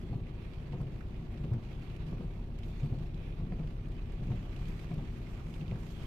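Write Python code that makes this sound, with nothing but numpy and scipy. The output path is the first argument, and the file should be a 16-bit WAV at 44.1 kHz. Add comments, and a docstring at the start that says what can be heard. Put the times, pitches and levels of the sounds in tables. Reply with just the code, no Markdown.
"""Heavy rain on the roof and windshield of a parked car, heard from the cabin.
From the start a diesel rumbles in tones tied to its engine cycle, rain patters as bursts of coloured noise,
and ringing single drops stand out; rubber squeals, made of narrow noise, come at 0, 2.6 and 5.8 s.
All along, wipers thump at each end of the sweep by ringing the glass, and swish in noise on the way down.
From 2.2 s a low engine boom comes in, sags near 4.7 s and lets go; it is back at 5 s and fades to the end."""
import sys
import numpy as np
from scipy import signal
from scipy.fft import rfft, irfft, next_fast_len
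from scipy.io import wavfile
from scipy.ndimage import uniform_filter1d

SR = 44100
rng = np.random.default_rng(int(sys.argv[2]) if len(sys.argv) > 2 else 0)


def to_wav(s):
    """Save 16-bit WAV."""
    ch = np.atleast_2d(s).T  # columns
    pcm = np.round(np.clip(ch, -1, 1) * 32767)  # PCM
    wavfile.write(sys.argv[1], SR, pcm.astype(np.int16))


N = 267246  # length in samples


def gain_of(db):
    """Turns decibels into an amplitude factor."""
    return 10 ** (np.asarray(db) / 20)


def evened(x):
    """Scales a sound to an rms of 1."""
    return x / np.sqrt(np.mean(x ** 2) + 1e-20)


def read(points, hz):
    """Reads a curve of (pitch, value) points, with straight lines over log pitch."""
    point_hz, value = np.transpose(points)
    return np.interp(np.log(hz + 1), np.log(point_hz + 1), value)


def add(mix, start_s, sound):
    """Adds a sound into the mix at its start time, cut off at the end of the mix."""
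    part = mix[round(start_s * SR):][:len(sound)]
    part += sound[:len(part)]


def resonate(x, hz, width_hz):
    """Shifts hz, fixed or moving, down to zero, smooths, and shifts back: a resonance of gain 1."""
    turn = np.exp(2j * np.pi * np.cumsum(hz * np.ones(len(x))) / SR)
    keep = np.exp(-np.pi * width_hz / SR)
    smoothed = signal.lfilter([1 - keep], [1, -keep], x / turn)
    return 2 * (turn * smoothed).real


def steep(x, hz, width_hz):
    """A resonance passed twice, so that it falls off faster on both sides."""
    return resonate(resonate(x, hz, width_hz), hz, width_hz)


def wander(size):
    """A slow random curve of rms 1, smoothed twice over size samples."""
    once = uniform_filter1d(rng.standard_normal(N), size)
    return evened(uniform_filter1d(once, size))


CYCLE_HZ = 8.422  # engine cycles a second
# Multiples of the engine cycle that stand out: [multiple]
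CYCLE_MULTIPLES = [2, 3, 5, 6, 7, 8, 9, 11, 12, 16, 20, 22, 24, 27, 28, 29, 31, 32, 33, 35, 36, 40, 42, 45,
                   46, 48, 52]
# How loud each of those multiples is: [level_db, rms]
MULTIPLE_LEVELS = [-51.5, -65, -46, -57, -57.5, -53, -59, -54, -51, -52.5, -61.5, -63.5, -64, -65.5, -61,
                   -68.5, -68.5, -68.5, -72, -68, -65, -63, -63.5, -66.5, -71.5, -65.5, -69.5]
# The firing boom comes in under load, then sags and lets go: [time_s, pitch_hz, level_db rms]
FIRING_BOOM = [(0, 33.5, -54), (1.95, 33.9, -57.5), (2.2, 34.54, -44.5), (3.4, 33.8, -42),
               (4.55, 33.79, -42), (4.7, 28.4, -38), (4.85, 27.4, -63), (5, 33.26, -44.5),
               (6.06, 33.7, -60)]
# Wavering hums apart from the engine: [pitch_hz, width_hz, level_db rms]
WAVERING_HUMS = [(157.95, 3.8, -52.5), (226.5, 0.52, -62), (710.2, 21, -75.5), (945, 40, -76.5),
                 (1150, 9.5, -77.5)]


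def engine():
    """Multiples of the engine cycle, each swaying a little in level, plus the boom and the hums."""
    t = np.arange(N) / SR
    cycles = CYCLE_HZ * t + 0.00047 * wander(size=8000)  # a slightly uneven idle
    sways_db = [wander(size=5000) for _ in range(4)]
    tones = np.zeros(N)
    starts = rng.random(len(MULTIPLE_LEVELS))
    for multiple, level_db, start in zip(CYCLE_MULTIPLES, MULTIPLE_LEVELS, starts):
        loudness = gain_of(level_db + sways_db[multiple % 4])
        tones += loudness * np.sin(2 * np.pi * (multiple * cycles + start))
    time_s, pitch_hz, level_db = np.transpose(FIRING_BOOM)
    boom_turns = np.cumsum(np.interp(t, time_s, pitch_hz)) / SR
    boom = gain_of(np.interp(t, time_s, level_db)) * np.sin(2 * np.pi * boom_turns)
    hums = sum(gain_of(db) * evened(steep(rng.standard_normal(N), hz, width_hz))
               for hz, width_hz, db in WAVERING_HUMS)
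    return np.sqrt(2) * (tones + boom) + hums  # a sine of peak sqrt(2) has an rms of 1


def falling(per_s, spread_db, tail_s):
    """Power of drops of random size and time, each a dying puff; mean 1."""
    sizes_db = spread_db * np.minimum(rng.exponential(1, N), 5)
    hits = gain_of(2 * sizes_db) * (rng.random(N) < per_s / SR)  # doubled, as power is amplitude squared
    power = signal.lfilter([1], [1, -np.exp(-2 / (tail_s * SR))], hits)
    return power / power.mean()


# How alike the left and right noise are, 1 being the same: [pitch_hz, likeness]
SIDE_LIKENESS = [(60, 0.79), (130, 1), (280, 0.65), (620, 0.64), (1350, 0.016), (2930, 0.059),
                 (6380, 0.019), (13900, 0.03)]


def drops_on(spectrum, power, patchy_db, size=512):
    """Noise of the given power on both sides, coloured by the struck surface in drifting patches; rms 1."""
    puffs = np.sqrt(power) * rng.standard_normal((2, N))
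    overlap = size * 3 // 4
    hz, _, (left, other) = signal.stft(puffs, SR, nperseg=size, noverlap=overlap)
    same = np.clip(read(SIDE_LIKENESS, hz), -1, 1)[:, None]
    right = same * left + np.sqrt(1 - same ** 2) * other
    patches = uniform_filter1d(rng.standard_normal(left.shape), size=8, axis=0)  # smooth over pitch
    patches = uniform_filter1d(patches, size=16, axis=1)  # and over time
    colour_db = read(spectrum, hz)[:, None] + patchy_db * evened(patches)
    coloured = np.array([left, right]) * gain_of(colour_db)
    return evened(signal.istft(coloured, SR, nperseg=size, noverlap=overlap)[1][:, :N])


DRUM_DB = -46.5  # how hard the roof drums, rms before the flurries
# Colour of the drumming roof, relative levels: [pitch_hz, level_db per Hz]
ROOF_COLOUR = [(14, -36.5), (22, -10), (50, -6.5), (85, -6.5), (140, -3), (195, -11), (275, -19),
               (420, -23), (520, -22.5), (800, -28), (880, -33), (950, -36), (1200, -36), (1900, -59.5)]


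def roof_drum(flurries_db):
    """Drops set the roof panel drumming: long puffs of low noise over a steady wash."""
    on_roof = falling(per_s=130, spread_db=3.5, tail_s=0.029)
    drumming = drops_on(ROOF_COLOUR, 3.9 + on_roof, patchy_db=0.6, size=2048)
    return gain_of(DRUM_DB + 0.6 * flurries_db) * drumming


def small_drops(per_s, level_db):
    """Many light taps, each a millisecond's ring of the glass at one of seven pitches, on one side."""
    out, t = np.zeros((2, N)), np.arange(400) / SR
    sizes = gain_of(2.8 * np.minimum(rng.exponential(1, N), 4)) * (rng.random(N) < per_s / SR)
    pitches = np.geomspace(1700, 3300, num=7)
    spot = rng.integers(0, 2 * len(pitches), N)  # a pitch and a side for each tap
    for k, hz in enumerate(np.tile(pitches, reps=2)):
        tap = np.sin(2 * np.pi * hz * t) * np.tanh(t / 0.0003) * np.exp(-t / 0.00081)
        out[k // len(pitches)] += signal.oaconvolve(sizes * (spot == k), tap)[:N]
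    return gain_of(level_db) * evened(out)


# Strength of the rain, before the flurries: [time_s, patter_level_db, spray_level_db]
RAIN_STRENGTH = [(0, -66, -73.5), (.25, -63.5, -80.5), (.75, -62, -76.5), (.95, -65, -78),
                 (1.9, -60.5, -74), (2.5, -65, -78), (2.8, -62, -69), (3.1, -64, -79.5), (3.9, -63.5, -77),
                 (4.45, -61, -72.5), (4.65, -60, -68.5), (4.95, -60, -70), (5.1, -61, -70),
                 (5.381, -61.5, -72), (5.5, -61.5, -65), (5.66, -62, -72.5), (5.921, -60, -65),
                 (6.06, -59, -68.5)]
# Colour of the patter, relative levels: [pitch_hz, level_db per Hz]
PATTER_COLOUR = [(600, -10.5), (900, -1.5), (1150, -2), (1600, -4.5), (2000, -5), (2450, -3), (2800, -6),
                 (3200, -9), (4300, -13.5), (6000, -22.5), (9000, -39), (12000, -59)]
# Colour of the fine spray, relative levels: [pitch_hz, level_db per Hz]
SPRAY_COLOUR = [(2500, -43), (4500, -0.5), (6000, 2), (7500, -0.5), (9700, -8), (12000, -2.5),
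                (13700, -8.5), (14300, 1)]


def rain_on_glass(flurries_db):
    """Drops burst on the glass as patter, with fine spray from the same drops and light taps."""
    t = np.arange(N) / SR
    time_s, *levels = np.transpose(RAIN_STRENGTH)
    patter_db, spray_db = (np.interp(t, time_s, level) for level in levels)
    on_glass = falling(per_s=300, spread_db=1.3, tail_s=0.0092)
    patter_noise = drops_on(PATTER_COLOUR, 0.74 + on_glass, patchy_db=1.52)
    patter = gain_of(patter_db + 0.66 * flurries_db) * patter_noise
    spray_noise = drops_on(SPRAY_COLOUR, 0.85 + on_glass, patchy_db=2.0)
    spray = gain_of(spray_db + 0.74 * flurries_db + 1.2 * wander(size=1500)) * spray_noise
    taps = gain_of(patter_db) * small_drops(per_s=900, level_db=-11)  # level against the patter
    return patter + spray + taps


def rain():
    """Rain on the roof and on the glass swells together in short flurries."""
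    flurries_db = wander(size=1500)
    return roof_drum(flurries_db) + rain_on_glass(flurries_db)


# Large single drops; both levels are before fading: [start_s, ring_db, pitch_hz, splash_db]
LARGE_DROPS = [(0.268, -54, 2250, -79), (0.535, -54, 2700, -77), (0.722, -53.5, 2360, -75),
               (0.814, -56, 1440, -57), (1.0078, -46, 1450, -68), (1.375, -55, 2730, -70),
               (1.4381, -55, 2490, -81), (1.535, -50, 1450, -58), (1.9632, -58, 2430, -58),
               (2.067, -63, 2490, -63), (2.337, -64, 3270, -74), (2.587, -54, 2210, -54.5),
               (2.632, -52, 2430, -80), (2.6347, -56, 3227, -80), (2.6445, -58, 2600, -80),
               (2.831, -54, 2640, -72), (2.8588, -54, 2400, -72), (2.928, -59, 2250, -79),
               (2.987, -59, 3240, -67), (3.144, -59, 3300, -71), (3.3236, -55, 2370, -75),
               (3.522, -52, 1970, -80), (3.594, -56, 2350, -80), (3.6723, -53.5, 2580, -72),
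               (3.856, -54.5, 1990, -72), (3.8838, -54, 1380, -62), (3.919, -55.5, 2460, -63),
               (4.1204, -55, 2230, -59), (4.2695, -61, 2230, -60), (4.316, -50.5, 2290, -78),
               (4.562, -53, 2780, -60), (4.655, -50, 2600, -68), (4.6834, -68, 1680, -52),
               (4.794, -48, 2330, -57), (4.9153, -51, 2310, -72), (4.9395, -64, 1750, -52.5),
               (5.0729, -53, 2445, -73), (5.2686, -49.5, 2107, -71), (5.4063, -56, 1390, -83),
               (5.54, -52, 3040, -59), (5.61, -52, 2590, -72), (5.68, -53, 2880, -72),
               (5.712, -50, 2290, -76), (6.0193, -55, 3250, -74)]


def big_drops():
    """A short ring of the glass with a crisp wide splash, smeared differently on each side."""
    out, t = np.zeros((2, N)), np.arange(900) / SR
    noises = rng.standard_normal((len(LARGE_DROPS), 2, len(t)))
    for (start_s, ring_db, hz, splash_db), noise in zip(LARGE_DROPS, noises):
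        tones = np.sin(2 * np.pi * hz * t) + 0.23 * np.sin(2 * np.pi * 1.65 * hz * t)
        clear = tones * np.tanh(t / 0.00036) * np.exp(-t / 0.0019)
        for side, puff in zip(out, noise):
            smear = evened(steep(puff, hz, 0.73 * hz)) * np.exp(-t / 0.0088)
            ring = 0.5 * smear + 0.98 * clear
            splash = resonate(puff, 3600, 4500) * np.tanh(t / 0.00079) * np.exp(-t / 0.0048)
            add(side, start_s, gain_of(ring_db) * ring + gain_of(splash_db) * splash)
    return out


WAVER_HZ, FLUTTER_DB = 22, 1  # how far a squeal strays in pitch and level, rms
# Faint squeals of rubber on wet glass: [start_s, length_s, pitch_hz, width_hz, level_db]
RUBBER_SQUEALS = [(0, 0.19, 4300, 190, -78), (0, 0.11, 3430, 170, -75), (2.626, 0.44, 4350, 190, -78.5),
                  (2.637, 0.28, 3550, 160, -76), (5.82, 0.44, 3180, 700, -68.5)]


def squeals():
    """Fuzzy narrow bands of noise that waver, flutter and fade."""
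    out = np.zeros((2, N))
    for start_s, length_s, hz, width_hz, level_db in RUBBER_SQUEALS:
        swell = signal.windows.tukey(round(length_s * SR), .45)
        stray, flutter = (wander(size=1200)[:len(swell)] for _ in range(2))
        loudness = gain_of(level_db + FLUTTER_DB * flutter) * swell
        for side in out:
            noise = rng.standard_normal(len(swell))
            band = evened(steep(noise, hz + WAVER_HZ * stray, width_hz))
            add(side, start_s, loudness * band)
    return out


SWEEP_S, MID_DOWN_S = 1.412, 0.438  # a full sweep down and up, and the middle of the first down stroke
SWISH_S, SWISH_DB = 0.097, -66  # half length and level at the middle
# Colour of rubber on wet glass, relative levels: [pitch_hz, level_db per Hz]
SWISH_COLOUR = [(1200, -32), (2000, -9.5), (2450, 0.5), (2900, -7.5), (3500, -10), (5000, -30)]


def swish():
    """The blades rub over wet glass: noise that swells around the middle of every down stroke."""
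    t = np.arange(N) / SR
    from_mid_s = (t - MID_DOWN_S + SWEEP_S / 2) % SWEEP_S - SWEEP_S / 2
    swell = np.exp(-(from_mid_s / SWISH_S) ** 2)
    return gain_of(SWISH_DB) * swell * drops_on(SWISH_COLOUR, 1, patchy_db=0.5)


JUDDER_DB = -21  # against the thump, before the judder's own swell
BOUNCE_S, BOUNCE = .011, 0.43  # the arm strikes again about this long after, at this share of the blow
# Wiper thumps; levels are peaks before the dashboard dulls them:
# [start_s, kind of turn, pitch_hz of the glass that answers, thump_db, shove_s, cowl_db, knock_delay_s, knock_db]
WIPER_THUMPS = [(0.028, "top first", 145, -37.5, .1, -41.5, 0.018, -67),
                (.111, "top second", 123, -26.5, 0.066, -41.5, .018, -41.5),
                (.712, "jolt", 155, -36, .02, -55, 0.0055, -62),
                (.731, "foot first", 140, -31, 0.034, -38.5, .001, -40),
                (.801, "foot second", 138, -28.5, 0.11, -40.5, 0.00096, -43.5),
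                (1.396, "jolt", 142, -34.5, 0.042, -47, .005, -66),
                (1.434, "top first", 157, -32.5, 0.061, -36.5, 0.0051, -57),
                (1.509, "top second", 120, -25, 0.089, -36.5, 0.015, -54),
                (2.119, "foot first", 161, -30, 0.065, -36.5, .008, -42.5),
                (2.198, "foot second", 149, -30.5, 0.047, -37, 0.0011, -46),
                (2.827, "top first", 131.5, -25, 0.022, -44, .016, -55),
                (2.915, "top second", 107, -26, 0.024, -36.5, .019, -50),
                (3.007, "jolt", 141, -36, .03, -47, .005, -70),
                (3.135, "jolt", 140, -34.5, 0.019, -55, .005, -63),
                (3.388, "jolt", 145, -29.5, 0.017, -51, .005, -53),
                (3.423, "jolt", 142, -34.5, 0.02, -52, .005, -60),
                (3.516, "foot first", 154.4, -31.5, 0.063, -38.5, .003, -43.5),
                (3.588, "foot second", 161, -32, 0.06, -36.5, 0.019, -47),
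                (4.217, "top first", 135, -27.5, 0.045, -45, 0.016, -63),
                (4.298, "top second", 112.6, -25.5, 0.065, -37.5, 0.017, -45.5),
                (4.68, "jolt", 148, -35, 0.033, -52, .005, -58),
                (4.909, "foot first", 160, -28.5, 0.05, -35.5, 0.0019, -45),
                (4.977, "foot second", 139.4, -31, 0.07, -37.5, 0.01, -46),
                (5.613, "top first", 151, -30.5, 0.026, -39, .008, -58),
                (5.71, "top second", 119, -27, 0.045, -35, .008, -48)]
# How fast each kind of turn builds up: {kind of turn: rise_s}
TURN_RISES = {"top first": 0.0055, "top second": 0.011, "foot first": 0.0036, "foot second": 0.0059, "jolt":
              0.011}
# Ringing modes of the glass: [pitch_hz, level_db, time_to_fade_60_db_s]
GLASS_MODES = [(100.4, -1, 0.16), (107.4, 0.5, 0.2), (120, 5.5, 0.26), (138.3, 10.5, 0.17),
               (158.6, 5, 0.43), (171, 1.5, 0.27), (194, -1, 0.21)]
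# Resonances of the wiper arm, relative levels: [pitch_hz, width_hz, level_db]
ARM_RESONANCES = [(571, 71, -5.5), (700, 96, 9), (916, 70, -0.5), (1150, 120, -8.5)]
# Resonances of the cowl, the panel under the pivots, relative levels: [pitch_hz, width_hz, level_db]
COWL_RESONANCES = [(218.6, 28, 6.5), (279, 41, -1), (349, 45, 1), (473, 21, -10)]


def struck(part, blows):
    """A metal part answers blows with its resonances."""
    return sum(gain_of(db) * resonate(blows, hz, width_hz) / np.sqrt(width_hz) for hz, width_hz, db in part)


def wipers():
    """The rubber flips over in a soft shove: the nearest glass modes ring, the arm knocks and chatters."""
    out, t = np.zeros(N), np.arange(9000) / SR
    noises = rng.standard_normal((len(WIPER_THUMPS), len(t)))
    for thump_row, noise in zip(WIPER_THUMPS, noises):
        start_s, kind, hz, thump_db, shove_s, cowl_db, delay_s, knock_db = thump_row
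        modes = np.zeros(len(t))
        for mode_hz, mode_db, fade_s in GLASS_MODES:
            missed_db = 10.7 * ((mode_hz - hz) / 18) ** 2  # modes far from the pitch answer less
            modes += gain_of(mode_db - 60 * t / fade_s - missed_db) * np.sin(2 * np.pi * mode_hz * t)
        # growing while the blade presses, then a weak ring
        pressed = 0.3 + (1 + 0.8 * t / shove_s) * np.exp(-(t / shove_s) ** 3)
        thump = modes * pressed * (1 - np.exp(-(t / TURN_RISES[kind]) ** 2))

        chatter = 0.82 * noise * np.exp(-t / 0.023) + 22 * (t == 0)  # faint rattling and one sharp blow
        add(chatter, BOUNCE_S * (1 + .15 * noise[0]), [22 * BOUNCE])
        knock = struck(ARM_RESONANCES, chatter) * np.tanh(t / 0.00095)
        cowl = struck(COWL_RESONANCES, chatter) * np.tanh(t / 0.0085)

        # the body shakes longer, from just before the thump
        judder = evened(steep(noise[::-1], 119.6, 131)) * t / 0.021 * np.exp(1 - t / 0.046)
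        add(out, start_s, gain_of(thump_db) * thump / abs(thump).max())
        add(out, start_s, gain_of(cowl_db) * cowl / abs(cowl).max())
        add(out, max(start_s - .03, 0), gain_of(thump_db + JUDDER_DB) * judder)
        add(out, start_s + delay_s, gain_of(knock_db) * knock / abs(knock).max())
    return out


DASH_HZ = 1300  # the dashboard passes wiper knocks below this


def scene():
    """Joins engine and wipers, carried by the car body, with the rain, drops, squeals and swish."""
    dashboard = signal.butter(6, DASH_HZ, fs=SR, output="sos")
    body = engine() + signal.sosfilt(dashboard, wipers())
    # body sound reaches the right side later and duller
    far_side = signal.lfilter([.12], [1, -.88], body)
    return rain() + big_drops() + squeals() + swish() + np.array([body, far_side])


EDGE_HZ = 14250  # nothing much is heard above this
# How much stronger the left side is than the right: [pitch_hz, difference_db]
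LEFT_OVER_RIGHT = [(60, 0.6), (200, 0.9), (400, 0), (740, -1.5), (1200, -3.5), (2600, -7.5), (4000, -9),
                   (6000, -3.5), (7400, 0.5), (8500, 6.5), (9800, -1), (12000, -2.5), (14000, -1.5)]


def record(dry):
    """Colours the two sides differently, half the difference each, then cuts the top of the treble."""
    size = next_fast_len(N)
    half_db = read(LEFT_OVER_RIGHT, np.fft.rfftfreq(size, 1 / SR)) / 2
    sides = irfft(rfft(dry, size) * gain_of([half_db, -half_db]), size)[:, :N]
    band_limit = signal.firwin(1023, EDGE_HZ, window=("kaiser", 9), fs=SR)
    return signal.oaconvolve(sides, band_limit[None], "same")


dry = scene()
out = record(dry)
to_wav(out)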